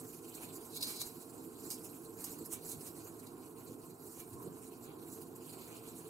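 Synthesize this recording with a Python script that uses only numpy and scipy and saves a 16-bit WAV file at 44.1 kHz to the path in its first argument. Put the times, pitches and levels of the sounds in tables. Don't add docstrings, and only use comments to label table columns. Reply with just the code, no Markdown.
import sys
import numpy as np
from scipy import signal
from scipy.fft import rfft, irfft
from scipy.io import wavfile
from scipy.ndimage import uniform_filter1d

SR = 44100
rng = np.random.default_rng(int(sys.argv[2]) if len(sys.argv) > 2 else 0)


def wav_out(sig):
    wavfile.write(sys.argv[1], SR, np.round(np.clip(np.atleast_2d(sig).T, -1, 1) * 32767).astype(np.int16))


N = 268569
TIME_S = np.arange(N) / SR
FREQ_HZ = np.maximum(np.arange(N // 2 + 1) * SR / N, 1)


def undb(db):
    return 10 ** (np.asarray(db) / 20)


def unit_rms(x):
    return x / np.sqrt(np.mean(x ** 2))


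def curve(points, column=1, freq_hz=FREQ_HZ):
    table = np.array(points, float)
    return np.interp(np.log(freq_hz), np.log(table[:, 0]), table[:, column])


def colour(x, spectrum):
    return irfft(rfft(x) * unit_rms(undb(curve(spectrum))), N)


def noise():
    return rng.standard_normal((2, N))


def wander(per_s):
    hold = int(SR / per_s)
    steps = np.repeat(rng.standard_normal(N // hold + 1), hold)
    return unit_rms(uniform_filter1d(uniform_filter1d(steps, hold), hold)[:N])


def slips(per_s, spread_db):
    happens = rng.random(N) < per_s / SR
    size = undb(spread_db * np.minimum(rng.exponential(size=N), 4))
    return unit_rms(noise() * happens * size)


def swell(peak_s, rise_s, fade_s):
    out = np.zeros(N)
    near = slice(*np.searchsorted(TIME_S, [peak_s - 10 * rise_s, peak_s + 10 * fade_s]))
    t = TIME_S[near] - peak_s
    out[near] = np.exp(-np.maximum(-t / rise_s, t / fade_s))
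    return out


def shimmer(x, depth_db):
    cells = signal.stft(x, nperseg=256)[2]
    drift = rng.standard_normal(cells.shape[1:])
    for axis in (0, 1, 1):
        drift = uniform_filter1d(drift, 6, axis=axis)
    gain = unit_rms(undb(depth_db * unit_rms(drift)))
    return signal.istft(cells * gain)[1][:, :N]


def resonance(hz, width_hz):
    return 1 / (1 + ((FREQ_HZ ** 2 - hz ** 2) / (FREQ_HZ * width_hz)) ** 2)


# frequency in Hz, relative density in dB.
AIR_SPECTRUM = [(20, -46), (50, -18), (80, -14.5), (105, -5), (200, -7.5), (250, 3), (340, -0.5), (450, -1),
                (550, -17.5), (750, -12), (860, -15.5), (980, -13), (1200, -20.5), (1400, -18.5),
                (1900, -37), (6000, -73)]
# centre in Hz, width in Hz, rms level in dB.
HUM_RESONANCES = [(109.4, 11, -71), (160.8, 26.5, -67), (334.8, 26, -61), (445, 25, -65.5),
                  (690, 44, -77.5), (1058, 36, -72)]
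# centre in seconds, change in dB.
HUM_SURGES = [(0.66, -5.5), (1.48, 4), (1.66, 4.5), (2.42, 5), (2.54, 3), (3.71, 5.5), (3.98, -5.5),
              (4.13, -5)]


def hum(air_db=-53.5, surge_s=0.028, surge_below_hz=520):
    air = undb(air_db + 0.84 * wander(per_s=12)) * colour(noise(), AIR_SPECTRUM)
    peaks = sum(undb(db) * unit_rms(resonance(hz, width_hz)) for hz, width_hz, db in HUM_RESONANCES)
    steady = air + irfft(rfft(noise()) * peaks, N)
    low = irfft(rfft(steady) * (FREQ_HZ < surge_below_hz), N)
    surge_db = sum(db * np.exp(-((TIME_S - at_s) / surge_s) ** 2) for at_s, db in HUM_SURGES)
    return steady + (undb(surge_db) - 1) * low


# peak in seconds, level in dB, centre in Hz, width in octaves.
HANDLING_BUMPS = [(2.775, -52.5, 113, 0.74), (4.36, -51, 115, 0.33), (4.422, -55.5, 1040, 0.19),
                  (4.465, -49, 362, 0.72), (4.49, -47.5, 150, 0.8), (4.87, -55.5, 136, 0.45),
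                  (5.95, -58, 127, 1)]


def bumps(rise_s=0.033, fade_s=0.026):
    out, rubbing = np.zeros((2, N)), noise()
    for peak_s, db, hz, octaves in HANDLING_BUMPS:
        edges_hz = hz * 2 ** (np.array([-0.5, 0.5]) * octaves)
        band = signal.butter(2, edges_hz, "band", fs=SR, output="sos")
        out += undb(db) * swell(peak_s, rise_s, fade_s) * unit_rms(signal.sosfilt(band, rubbing))
    return out


# time in seconds, relative rustle level in dB.
ARM_MOTION = [(0, -57.5), (0.3, -56.5), (0.7, -54.5), (0.92, -57.5), (1.14, -57.5), (1.38, -59),
              (1.56, -58.5), (1.76, -53), (1.94, -56), (2.12, -62.5), (2.28, -49), (2.42, -58.5),
              (2.6, -61), (2.76, -52.5), (2.98, -57.5), (3.42, -60.5), (3.9, -58.5), (4.12, -69),
              (4.27, -59), (4.66, -56.5), (4.78, -59), (5.1, -59.5), (5.3, -61), (5.42, -57.5), (5.52, -55),
              (5.74, -53), (5.82, -58.5), (6.09, -58.5)]
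# peak in seconds, level in dB, rise and fade time in seconds.
LIGHT_BRUSHES = [(0.10, -56, 0.11), (0.298, -50.5, 0.0057), (0.356, -48, 0.015), (0.431, -47.5, 0.021),
                 (0.559, -48, 0.019), (0.655, -54, 0.018), (1.07, -48.5, 0.021), (1.299, -54, 0.011),
                 (1.665, -52.5, 0.053), (2.05, -57.5, 0.031), (2.215, -50.5, 0.036), (2.32, -50, 0.029),
                 (2.391, -50, 0.0064), (2.46, -48, 0.011), (2.66, -47, 0.025), (2.696, -45.5, 0.018),
                 (2.815, -53.5, .028), (2.872, -46.5, .017), (3.049, -54, 0.015), (3.199, -52.5, 0.0085),
                 (4.068, -56.5, 0.064), (4.145, -55.5, 0.091), (4.203, -48, 0.0091), (4.335, -54.5, 0.017),
                 (4.43, -55, .016), (4.845, -57, 0.023), (5.135, -54, 0.06), (5.22, -51.5, 0.0078),
                 (5.362, -53, 0.0084), (5.89, -54.5, 0.024), (5.987, -53.5, 0.05)]
FOLD_DRAGS = [(0.42, -60, 0.15), (0.90, -64, 0.066), (2.565, -61.5, 0.038), (2.72, -73, 0.045),
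              (4.19, -69, 0.027), (4.911, -57.5, 0.036), (5.54, -66, 0.091), (5.72, -61, 0.19),
              (6.0, -64, 0.13)]
# frequency in Hz, relative density in dB.
FIBRE_SPECTRUM = [(1500, -7.5), (3400, -23), (4200, -6.5), (5300, -8.5), (6500, -5), (7400, 1.5),
                  (9500, -1.5), (12000, 0.5), (14000, -2.5), (16000, -8.5)]
FOLD_SPECTRUM = [(60, -3), (400, 4), (1200, 3.5), (1800, -13.5), (2400, 0.5), (3400, -6), (4400, 1.5),
                 (6000, -35), (12000, -18)]


def sleeve(fibre_db=-3.5, fold_db=-14):
    sway_db = 1.1 * wander(per_s=16)
    motion = undb(np.interp(TIME_S, *np.transpose(ARM_MOTION)) + sway_db)
    catching = undb(1.7 * wander(per_s=70))
    brush_power = sum((undb(db) * swell(at_s, tau_s, tau_s)) ** 2 for at_s, db, tau_s in LIGHT_BRUSHES)
    drag_power = sum((undb(db) * swell(at_s, tau_s, tau_s)) ** 2 for at_s, db, tau_s in FOLD_DRAGS)
    fibre_level = np.sqrt((undb(fibre_db) * motion * catching) ** 2 + brush_power)
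    fold_level = np.sqrt((undb(fold_db) * motion) ** 2 + drag_power) * catching
    fibres = colour(fibre_level * slips(per_s=18000, spread_db=0.6), FIBRE_SPECTRUM)
    folds = colour(fold_level * slips(per_s=3500, spread_db=-1.1), FOLD_SPECTRUM)
    return shimmer(fibres + folds, depth_db=3.0)


# frequency in Hz, relative gain in dB.
ARM_SPECTRUM = [(100, -27), (600, -1), (1700, -31), (2350, -4), (3200, -5), (4100, 18), (5400, 11),
                (6500, 5), (9000, -51), (16000, -38)]
ARM_PITCH_HZ = 4100


def arm_response(pitch_hz, size=256):
    freq_hz = np.maximum(np.arange(size // 2 + 1) * SR / size, 1)
    gain = undb(curve(ARM_SPECTRUM, freq_hz=freq_hz * ARM_PITCH_HZ / pitch_hz))
    response = np.roll(irfft(gain), size // 2) * np.hanning(size)
    return response[None] / np.linalg.norm(response)


# frequency in Hz, relative level in dB, T60 in seconds.
ARM_MODES = [(2330, 11, .16), (2918, 2, .08), (3413, 2, .06), (3898, -5, .18), (4008, -1, .14),
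             (4059, 0, .12), (4114, 0, .1), (4228, -2, .14), (4326, -3, .1), (4485, -1, .16),
             (4752, -5, .12), (5030, -1, .07), (5152, -2, .12), (5249, -2, .14), (5434, -2, .14),
             (5539, -2, .12), (6181, 0.5, .25), (7832, 3, .16)]


def arm_ring(shake):
    t = TIME_S[:SR // 4]
    ring = sum(undb(db) * np.sin(2 * np.pi * hz * t) * np.exp(-np.log(1000) * t / t60_s)
               for hz, db, t60_s in ARM_MODES)
    return signal.oaconvolve(shake, ring[None] / np.linalg.norm(ring), axes=1)[:, :N]


# peak in seconds, relative level in dB, rise in seconds,
# fade in seconds, arm share in dB, arm pitch in Hz, knock share in dB.
TONG_CONTACTS = [ (0.773, -41, 0.024, 0.0063, -3, 4020, -35), (0.814, -40.5, 0.0054, 0.0046, 0, 4000, -30),
                 (0.826, -37.5, 0.0018, 0.002, 3.5, 4100, -32),
                 (0.8293, -32, 0.00025, 0.0031, 3.5, 4120, -33), (0.835, -40.5, 0.001, 0.02, -4, 4300, -19),
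                 (0.869, -42.5, 0.0034, 0.048, -5.5, 4300, -18), (0.905, -44, 0.036, 0.043, -9, 4300, -15),
                 (0.966, -46, 0.011, 0.012, -5.5, 4150, -34), (1.011, -39, 0.014, 0.0039, -3.5, 4100, -23),
                 (1.0162, -33.5, 0.0021, 0.0054, -5, 4140, -19.5),
                 (1.04, -51.5, 0.008, 0.054, -5, 4130, -18), (1.225, -52.5, 0.031, 0.016, -12.5, 4100, -28),
                 (1.7026, -40, 0.0004, 0.003, -5, 4660, -26),
                 (1.7043, -35.5, 0.0005, 0.0033, -5, 5500, -24),
                 (1.7116, -39.5, 0.0011, 0.0037, 0, 4600, -28),
                 (1.718, -39.5, 0.0083, 0.024, -6.5, 4800, -26), (1.852, -49, 0.021, 0.02, -9.5, 5170, -36),
                 (2.242, -35.5, 0.0004, 0.0026, -10, 4600, -22),
                 (2.2448, -38, 0.001, 0.01, -7.5, 5130, -24), (2.528, -38, 0.013, 0.017, -19, 5570, -22.5),
                 (2.535, -35, 0.00086, 0.0022, -19, 5600, -18), (2.541, -44, 0.002, 0.016, -21, 5600, -13),
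                 (2.718, -42.5, 0.014, 0.019, -10, 3930, -25),
                 (2.876, -54, 0.028, 0.0073, -10, 4040, -14.5), (3.272, -52, 0.0076, 0.0042, -5, 4050, -19),
                 (4.206, -52.5, 0.026, 0.011, -16, 4100, -11)]
# frequency in Hz, relative density in dB.
SCRAPE_SPECTRUM = [(200, -6), (1500, -16), (2300, -31), (3200, -25), (4100, -44), (5000, -6), (6400, 6.5),
                   (7800, 10), (11500, 7.5), (14000, 6.5), (16000, -1)]
KNOCK_SPECTRUM = [(150, -23), (600, 5.5), (1300, 8), (1750, 3.5), (2300, 1.5), (3000, 5), (3700, -0.5),
                  (4600, -8), (7000, -37)]


def tongs(scrape_db=-2.5, arms_db=-4.5, ring_db=-8.5):
    scrape_power, knock_power = np.zeros((2, N))
    arms = np.zeros((2, N))
    chatter = slips(per_s=30000, spread_db=1)
    for peak_s, db, rise_s, fade_s, arm_share_db, pitch_hz, knock_share_db in TONG_CONTACTS:
        force = undb(db) * swell(peak_s, rise_s, fade_s)
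        scrape_power += force ** 2
        knock_power += (force * undb(knock_share_db)) ** 2
        near = force > 0
        drive = undb(arm_share_db) * force[near] * chatter[:, near]
        arms[:, near] += signal.fftconvolve(drive, arm_response(pitch_hz), "same", axes=1)
    scrape = colour(np.sqrt(scrape_power) * slips(per_s=30000, spread_db=0.6), SCRAPE_SPECTRUM)
    knock = colour(np.sqrt(knock_power) * noise(), KNOCK_SPECTRUM)
    shake = undb(arms_db) * arms + knock
    contact = shimmer(undb(scrape_db) * scrape + shake, depth_db=1.2)
    return contact + undb(ring_db) * arm_ring(shake)


def kitchen(x, t60_s, wet_db, tails=5, gap_s=0.004):
    t = TIME_S[:SR // 8]
    weights = np.array([wander(per_s=9) for _ in range(tails)])
    out = x
    for share in weights / np.linalg.norm(weights, axis=0):
        tail = rng.standard_normal((2, len(t))) * np.exp(-np.log(1000) * t / t60_s) * (t > gap_s)
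        tail /= np.linalg.norm(tail, axis=1, keepdims=True)
        out = out + undb(wet_db) * signal.oaconvolve(x * share, tail, axes=1)[:, :N]
    return out


# frequency in Hz, left minus right in dB, coherence from 0 to 1.
MIC_PAIR = [(97, -3.5, 0.91), (434, -4, 0.9), (613, -3, 0.35), (980, -4, 0.4), (1500, -3, 0.99),
            (2760, -4, 0), (4120, 1, 0.25), (5540, -2, 0.9), (5650, 3, 0.68), (7540, -6, 0.9),
            (15000, -6.5, 0.9)]


def microphones(x, left_lag_s=0.00015, lag_from_hz=700, lag_to_hz=4700):
    common, apart = rfft(x)
    balance_db, coherence = curve(MIC_PAIR, column=1), curve(MIC_PAIR, column=2)
    sides = np.array([[1], [-1]])
    pair = common + sides * apart * np.sqrt((1 - coherence) / (1 + coherence))
    lag_s = left_lag_s * ((FREQ_HZ > lag_from_hz) & (FREQ_HZ < lag_to_hz))
    delay = np.exp(-1j * np.pi * FREQ_HZ * lag_s * sides)
    return irfft(pair * undb(sides * balance_db / 2) * delay, N)


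def scene():
    handling = kitchen(tongs() + sleeve(), t60_s=0.067, wet_db=-7.0)
    return microphones(handling + bumps() + hum())


def record(dry):
    lowpass = signal.ellip(10, 0.2, 75, 15700, fs=SR, output="sos")
    return signal.sosfilt(lowpass, dry)


dry = scene()
out = record(dry)
wav_out(out)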